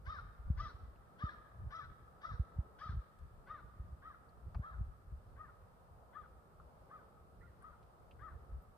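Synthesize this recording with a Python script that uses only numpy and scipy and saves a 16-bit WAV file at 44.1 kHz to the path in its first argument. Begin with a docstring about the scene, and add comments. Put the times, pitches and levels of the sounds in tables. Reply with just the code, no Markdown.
"""A crow caws fourteen times from the edge of a wood, softer on the whole as it goes on; a farther one answers once.
Each caw is a hoarse arch of pitch: frayed harmonics and puffed noise through throat and beak resonances.
Noise echoes stand for the trees that scatter and prolong it. Eddies are smooth pushes, cut in the bass;
light wind is lumpy low noise swelling in gusts; ticks, clicks and a faint high chirp are short resonant
bursts over a quiet country hush."""
import sys
import numpy as np
from scipy import signal
from scipy.fft import rfft, irfft, next_fast_len
from scipy.io import wavfile
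from scipy.ndimage import map_coordinates

SR = 44100
rng = np.random.default_rng(int(sys.argv[2]) if len(sys.argv) > 2 else 0)


def generate_wav(signal):
    """Clip the signal to [-1, 1] and save it as 16-bit WAV at the path in sys.argv[1]."""
    frames = np.transpose(np.atleast_2d(signal))
    scaled = np.clip(frames, -1, 1) * 32767
    pcm = np.round(scaled).astype(np.int16)
    wavfile.write(sys.argv[1], SR, pcm)


N = 386757


def amp(db):
    """Decibels to gain."""
    return 10 ** (np.asarray(db) / 20)


def unit(x):
    """Scale to rms 1."""
    return x / np.sqrt(np.mean(x ** 2) + 1e-20)


def along(points, hz):
    """Interpolate (Hz, value) points on a log frequency axis."""
    f, v = np.transpose(points)
    return np.interp(np.log(hz + 1), np.log(f + 1), v)


def bell(hz, centre_hz, octaves):
    """A bump of height 1 on a log frequency axis."""
    return np.exp(-(np.log2((hz + 1) / centre_hz) / octaves) ** 2)


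def wobble(rate_hz, size):
    """A smooth random curve with rate_hz knots a second."""
    knots = rng.standard_normal(int(size * rate_hz / SR) + 4)
    return map_coordinates(knots, [np.arange(size) * rate_hz / SR])


def filtered(x, response):
    """Multiply the spectrum of x by a response of frequency."""
    n = x.shape[-1]
    m = next_fast_len(n + 4096)
    return irfft(rfft(x, m) * response(np.fft.rfftfreq(m, 1 / SR)), m)[..., :n]


def add(track, start_s, sound):
    """Mix a sound into the track from start_s."""
    i = round(start_s * SR)
    part = sound[..., max(-i, 0):N - i]
    track[..., max(i, 0):max(i, 0) + part.shape[-1]] += part


def rush(spectrum, alike):
    """Stereo noise of rms 1; the mid-side balance sets left-right likeness by frequency."""
    def mid_side_gains(hz):
        turn = np.arccos(np.clip(along(alike, hz), -1, 1)) / 2
        return amp(along(spectrum, hz)) * [np.cos(turn), np.sin(turn)]

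    mid, side = filtered(rng.standard_normal((2, N)), mid_side_gains)
    return unit(np.array([mid + side, mid - side]))


def effort(u):
    """Force of a caw, u from its crest: quick attack, swell to the peak, sag, release."""
    hold_from, peak_at, hold_to = -.99, -.37, 1.34
    attack_db, swell_db, sag_db, release_db = 106, 8.5, 4, 56.5  # per unit of u
    arch_db = swell_db * np.maximum(peak_at - u, 0) + sag_db * np.maximum(u - peak_at, 0)
    ends_db = attack_db * np.maximum(hold_from - u, 0) + release_db * np.maximum(u - hold_to, 0)
    return amp(-arch_db - ends_db)


def caw(top_hz, half_s, treble_db, nasal_db, beak_db, throat_scale, length):
    """One caw, crest in the middle: rattling harmonics arch through the throat, with rasp puffed once a cycle."""
    # Throat and beak resonances. Each row: frequency in Hz before throat_scale, gain in dB.
    throat = [(400, -62), (650, -24), (900, -27), (1080, -15), (1200, -3.5), (1300, 2), (1410, 1.5),
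              (1510, -10), (1720, -8), (1950, -19), (2300, -25.5), (2900, -37), (3300, -24), (3750, -19),
              (4400, -29), (5300, -22.5), (6050, -26.5), (6900, -74)]
    # Rasp of the syrinx. Each row: frequency in Hz before throat_scale, relative density in dB per Hz.
    rasp_spectrum = [(450, -29.5), (1000, -8), (1350, -11), (1900, -5.5), (2350, -11.5), (2850, -18),
                     (3450, -12), (3950, -14.5), (4450, -18.5), (5300, -14), (6200, -15.5), (7100, -57)]
    # Treble loss of soft caws. Each row: frequency in Hz before throat_scale, share of treble_db that acts.
    softening = [(1750, 0.033), (2300, 0.21), (2900, 0.52), (3400, 0.54), (4200, 0.8), (5300, 1.42),
                 (7000, 1.5)]
    rise_share, low_share = .93, .63  # rise time in half lengths; pitch at the loose ends over top_hz
    rattle_hz, rattle_share = 72, .016
    beak_from_hz, beak_rise_per_half = 2550, .096
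    noise_db, ragged_db, rasp_fade_db_per_half = -25, 7, 4

    n = SR // 3
    u = (np.arange(n) - n // 2) / SR / half_s
    # membranes: tight at the crest, loose and ragged at both ends
    slack = 1 - np.exp(-(u / np.where(u < 0, rise_share, 2 - rise_share)) ** 2)
    jitter = (.012 + .03 * slack) * wobble(800, n) + .008 * wobble(150, n)
    # slower, uneven vibration of the syrinx, with a peak at the crest
    turns = np.cumsum(rattle_hz * (1 + .2 * wobble(50, n))) / SR
    rattle = np.cos(2 * np.pi * (turns - turns[n // 2])) - .5
    pitch_hz = top_hz * (1 - (1 - low_share) * slack) * (1 + jitter + rattle_share * rattle)
    phase = 2 * np.pi * np.cumsum(pitch_hz) / SR

    def edge(hz):
        """Treble loss and this caw's own nasal and beak resonances."""
        throat_hz = hz / throat_scale
        soft_db = treble_db * along(softening, throat_hz)
        # the third harmonic sweeps through the nasal resonance
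        return amp(soft_db + nasal_db * bell(throat_hz, 1736, .1) + beak_db * bell(hz, 3320, .081))

    def tract(hz, beak):
        """Table frequency; resonances in the octave above beak_from_hz climb with the beak position."""
        upper = (hz > beak_from_hz) * (hz < 2 * beak_from_hz)
        return hz / throat_scale / (1 + beak_rise_per_half * beak * upper)

    beak = np.clip(u, -1, 1)
    voice = np.zeros(n)
    for k in np.arange(1, 14):
        # harmonics flutter independently, from the third up more deeply
        shimmer = unit(amp((2.8 if k < 3 else 4.5) * wobble(130, n)))
        fray = .09 * k * wobble(420, n)  # higher harmonics fray into hoarse noise
        gain = amp(along(throat, tract(k * pitch_hz, beak))) * edge(k * pitch_hz)
        voice += shimmer * gain * np.sin(k * phase + fray)

    puffs = rng.standard_normal(n) * (1 + np.cos(phase))
    rasp = np.zeros(n)
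    for position in (-1, 0, 1):  # cross-fade three beak positions
        coloured = filtered(puffs, lambda hz: amp(along(rasp_spectrum, tract(hz, position))))
        rasp += np.maximum(1 - abs(beak - position), 0) * unit(coloured)
    rasp = filtered(rasp, edge) * amp(noise_db + ragged_db * slack - rasp_fade_db_per_half * u)
    return effort(u / length) * (1.247 * voice + rasp)


def trees():
    """Echo paths: trunks and twigs scatter at once, the grove swells after, the depth of the wood rings on longest."""
    # Decay of the deep wood. Each row: frequency in Hz, t60 in seconds.
    wood = [(500, 0.48), (1300, 2.74), (2000, 2.9), (3500, 1.55), (6000, 0.45)]
    early_db, early_t60_s, early_treble_db = -15, .18, 8
    grove_db, grove_t60_s, grove_treble_db = -19, .45, 5
    depth_db, onset_s = -10, .0045  # the depth sounds almost at once

    n = 3 * SR // 2
    t = np.arange(n) / SR
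    trunks = rng.standard_normal((2, n)) ** 3 * amp(-60 * t / early_t60_s) * (t > .002)
    trunks = unit(trunks) / np.sqrt(n)
    # twigs scatter the treble most
    trunks = filtered(trunks, lambda hz: amp(along([(1350, 0), (3000, early_treble_db)], hz)))

    grove = unit(rng.standard_normal((2, n)) * t * amp(-60 * t / grove_t60_s)) / np.sqrt(n)
    grove = filtered(grove, lambda hz: amp(along([(1350, .0048), (1900, grove_treble_db)], hz)))

    hz, age_s, z = signal.stft(rng.standard_normal((2, n)), SR, nperseg=256)
    decay = amp(-60 * age_s / along(wood, hz)[:, None])
    onset = 1 - np.exp(-t / onset_s)
    depth = signal.istft(z * decay, SR, nperseg=256)[1][:, :n] * onset
    depth = depth / np.linalg.norm(amp(-60 * t / along(wood, 1400)) * onset)
    clumps = amp(2 * wobble(55, n))  # stands of trees answer one after another
    return amp(early_db) * trunks + amp(grove_db) * grove + amp(depth_db) * clumps * depth


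def crow(calls, throat_scale, length, gain_db):
    """Each caw arrives straight, off the ground, off the wood's edge, and scattered through the trees."""
    ground_ms, twigs_db, trunk_db = 3.73, -2.5, -13
    echo_db, echo_s = -18, .07
    out, sides = np.zeros((2, N)), np.array([[1], [-1]])
    for crest_s, top_hz, half_s, db, treble_db, nasal_db, beak_db, pan_db, lead_ms, ground in calls:
        call = caw(top_hz, half_s, treble_db, nasal_db, beak_db, throat_scale, length)
        call = amp(db + gain_db) * call
        start_s = crest_s - len(call) / SR / 2

        def straight_path(hz):
            """Twigs take treble; the left port leads by lead_ms."""
            twigs = amp(along([(2000, 0), (3200, twigs_db)], hz))
            return twigs * np.exp(1j * np.pi * hz * sides * lead_ms / 1000)

        direct = filtered(call, straight_path)
        # gliding harmonics cross the bounce's peaks and notches and break into bursts
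        near = filtered(direct, lambda hz: 1 - ground * np.exp(-2j * np.pi * hz * ground_ms / 1000))
        near = near * amp(sides * pan_db / 2 - 1.5)
        add(out, start_s, near)
        add(out, start_s + rng.uniform(.008, .02), amp(trunk_db) * near)
        add(out, start_s + echo_s + rng.normal(0, .0047), amp(echo_db) * direct)

        scattered = signal.fftconvolve(call[None], trees(), axes=1)
        # the scattered sound flickers, differently at each port
        flicker = amp(2 * np.array([wobble(130, scattered.shape[1]) for _ in sides]) - .5)
        add(out, start_s, flicker * scattered)
    return out


def eddies():
    """Each eddy pushes smoothly, a little unlike at the two ports; the microphone's bass cut makes it a falling thud."""
    # Each row: time of the peak in seconds, level in dB before the bass cut, width in seconds.
    pushes = [ (.076, -20.5, 0.0076), (0.396, -29, 0.0074), (0.503, -16, 0.0033), (0.6, -20.5, 0.0083),
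              (0.634, -30, 0.0036), (0.743, -31, 0.0057), (0.829, -29, 0.0061), (.88, -26.5, 0.0082),
              (1.239, -22, .0025), (1.667, -24, 0.0061), (2.317, -24.5, 0.0046), (2.338, -23, 0.0049),
              (2.398, -14.5, 0.0045), (2.564, -26.5, 0.0065), (2.588, -16.5, 0.0039), (2.86, -36, 0.0031),
              (2.894, -25.5, 0.0038), (2.969, -19, 0.0045), (2.987, -27, 0.0042), (3.798, -24.5, 0.0046),
              (3.926, -25.5, 0.0057), (4.463, -27.5, 0.0072), (4.572, -29, 0.0041), (4.596, -25, 0.0031),
              (4.81, -19, 0.0048), (4.881, -35, 0.0044), (5.127, -20, 0.008), (8.355, -30, 0.0059),
              (8.52, -27.5, 0.0071), (8.568, -24.5, 0.0076)]
    uneven, bass_cut_hz = .096, 58
    track, t = np.zeros((2, N)), np.arange(-SR // 10, SR // 10) / SR
    for peak_s, db, width_s in pushes:
        flutter = 1 + uneven * np.array([wobble(247.7, len(t)), wobble(250.9, len(t))])
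        shape = np.hanning(len(t)) / np.hypot(1, t / width_s) ** 3
        add(track, peak_s + t[0], amp(db) * flutter * shape)
    return signal.sosfilt(signal.butter(5, bass_cut_hz, "high", fs=SR, output="sos"), track)


def wind():
    """Lumpy low buffeting: a calm breeze on which gusts swell and die away, some sharper than others."""
    # Wind on the microphone. Each row: frequency in Hz, relative density in dB per Hz.
    buffet_spectrum = [(12, -32.5), (25, -8), (43, -1), (62, 3), (120, -8.5), (190, -19.5), (270, -37),
                       (400, -33.5), (800, -99)]
    # Each row: time of the peak in seconds, half length in seconds, level in dB before gain_db,
    # sharpness in dB added above split_hz.
    gusts = [ (0.137, 0.17, -52, 1.5), (0.542, 0.11, -40, -9), (0.832, 0.13, -56, -14),
             (1.649, 0.093, -54, 8.5), (1.906, 0.14, -65, 10.5), (2.316, 0.055, -49.5, 1.5),
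             (2.916, 0.051, -49.5, 5), (3.27, 0.099, -56, -2), (3.83, 0.24, -57, 5), (4.537, 0.077, -45, 1),
             (4.805, 0.097, -46, -3.5), (5.21, 0.38, -56.5, -1.5), (8.264, 0.24, -56.5, -3),
             (8.54, 0.081, -50, -13)]
    calm_db, gain_db = -66.5, 1  # calm_db is before gain_db
    lumps_db, split_hz = 4, 90

    t = np.arange(N) / SR
    noise = rush(buffet_spectrum, [(60, .81), (300, .92)])
    buffet = unit(amp(lumps_db * wobble(25, N)) * noise)
    deep = filtered(buffet, lambda hz: 1 / (1 + (hz / split_hz) ** 4))

    def swell(sharp_share):
        """Calm and gusts add in power."""
        power = amp(calm_db) ** 2
        for peak_s, half_s, db, sharp_db in gusts:
            rise_and_fall = np.exp(-2 * ((t - peak_s) / half_s) ** 2)
            power = power + amp(db + sharp_share * sharp_db) ** 2 * rise_and_fall
        return np.sqrt(power)

    return amp(gain_db) * (swell(0) * deep + swell(1) * (buffet - deep))


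def background():
    """Far hush of open country, low and middle bands swelling each on its own, over the microphone's hiss."""
    # Each row of both spectra: frequency in Hz, relative density in dB per Hz.
    hush_spectrum = [(25, -22), (60, -5), (160, -5.5), (300, -16.5), (480, -10.5), (780, -12),
                     (1000, -15.5), (1270, -14), (1500, -22), (1900, -31.5), (2400, -34.5), (3300, -37.5),
                     (5000, -39.5), (7000, -49.5), (12000, -72)]
    hiss_spectrum = [(3000, -20), (6500, -8), (8700, 0), (11400, -5), (13500, -3), (15200, -3)]
    # Each row: frequency in Hz, left-right likeness from -1 to 1.
    hush_alike = [(60, -0.1), (300, 0.87), (650, 0.23), (1400, -0.14), (3000, -0.12), (14000, 0.065)]
    hush_db, hiss_db, drift_db = -64.5, -83.7, 1.64

    sway = amp(.6 * wobble(4, N))
    hush = amp(hush_db) * sway * rush(hush_spectrum, hush_alike)
    for centre_hz in (330, 750):
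        band = filtered(hush, lambda hz: bell(hz, centre_hz, .72))
        hush = hush + band * (amp(drift_db * wobble(4.6, N)) - 1)
    return hush + amp(hiss_db) * rush(hiss_spectrum, [(8000, 0)])


def ticks():
    """Tiny short sounds, ticks, clicks and a faint high chirp: noise that dies at once, through a band-pass."""
    # Each row: start in seconds, peak in dB, centre in Hz, width in octaves (at least 0.1 is used).
    short_sounds = [ (0.958, -70, 2470, 0.486), (3.188, -68.5, 3010, 3.6), (4.29, -71, 4370, 0.22),
                    (4.546, -45, 925, 0.66), (4.547, -63.5, 2450, 0.22), (4.547, -64, 4680, 0.39),
                    (6.599, -51.5, 1224, 0.25), (7.623, -68, 9500, 0.23), (7.828, -70, 2750, 1.3),
                    (8.11, -57.5, 2670, 0.56), (8.622, -64, 14800, .39)]
    t60_s = .048
    out, t = np.zeros((2, N)), np.arange(SR // 10) / SR
    for start_s, db, centre_hz, octaves in short_sounds:
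        band_hz = centre_hz * 2.0 ** (np.array([-1, 1]) * max(octaves, .1) / 2)
        band_hz = np.clip(band_hz, 20, SR / 2 - 1)
        noise = rng.standard_normal(len(t)) + .5 * rng.standard_normal((2, len(t)))
        burst = noise * amp(-60 * t / t60_s)
        click = signal.sosfilt(signal.butter(2, band_hz, "band", fs=SR, output="sos"), burst)
        add(out, start_s, amp(db) * click / np.abs(click).max())
    return out


def scene():
    """Crows in the wood, wind and tiny short sounds at the microphone."""
    # Each row of both: crest in seconds, nominal top pitch in Hz, half length of the pitch arch in seconds,
    # level in dB before gain_db, treble change of the caw in dB (weighted by the softening shares),
    # nasal resonance in dB, beak resonance in dB, left-right balance in dB, lead at the left port in ms,
    # ground bounce 0-1.
    near_calls = [ (.117, 636.3, 0.064, -47, -5.5, 1.5, -1, 6, 0.2, 0),
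                  (.630, 668.4, 0.057, -48.5, -1, 1, 0, 5, 0.074, 0.74),
                  (1.252, 638, 0.066, -47.5, -7, 6.5, 6, 4.5, 0.21, 0),
                  (1.768, 669.6, 0.065, -48.5, -7, -1.5, 1, 6.5, 0.16, 0.72),
                  (2.275, 670.3, 0.063, -50, -4.5, 3.5, -3, 5, 0.19, .55),
                  (2.847, 651.2, 0.061, -49.5, -4.5, -1.5, 4.5, 5.5, 0.068, 0.12),
                  (3.527, 642.2, 0.06, -49, -15.5, -4, -4, 4.5, 0, 0.14),
                  (4.076, 654, 0.059, -53, -15.5, -1.5, -1, 2.5, -0.13, 0),
                  (4.675, 666, 0.057, -50.5, -21, 4, -3, 1.5, .23, 0),
                  (5.419, 646.7, .062, -55, -30, 0.5, 3, 7, 0.11, 0.1),
                  (6.184, 640, 0.057, -55, -22, -3, 9, 9.5, 0.035, 0.4),
                  (6.945, 644, 0.054, -54.5, -24, -2.5, 3, 3.5, -0.14, 0.05),
                  (7.667, 652, 0.054, -57, -23, -10, 5, 6.5, -0.15, 0),
                  (8.252, 650.6, 0.063, -55, -24, 2.5, -1, 10, .036, 0)]
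    far_calls = [(7.448, 718, .055, -65, -26, 12.7, 0, -7, -0.053, .05)]
    # length: span of the force relative to the pitch arch
    birds = crow(near_calls, throat_scale=.97, length=.92, gain_db=4)
    birds = birds + crow(far_calls, throat_scale=1.116, length=.68, gain_db=1.5)
    return birds + eddies() + wind() + background() + ticks()


def record(dry):
    """Band limit: nothing is kept from 15260 Hz up."""
    return filtered(dry, lambda hz: hz < 15260)


dry = scene()
out = record(dry)
generate_wav(out)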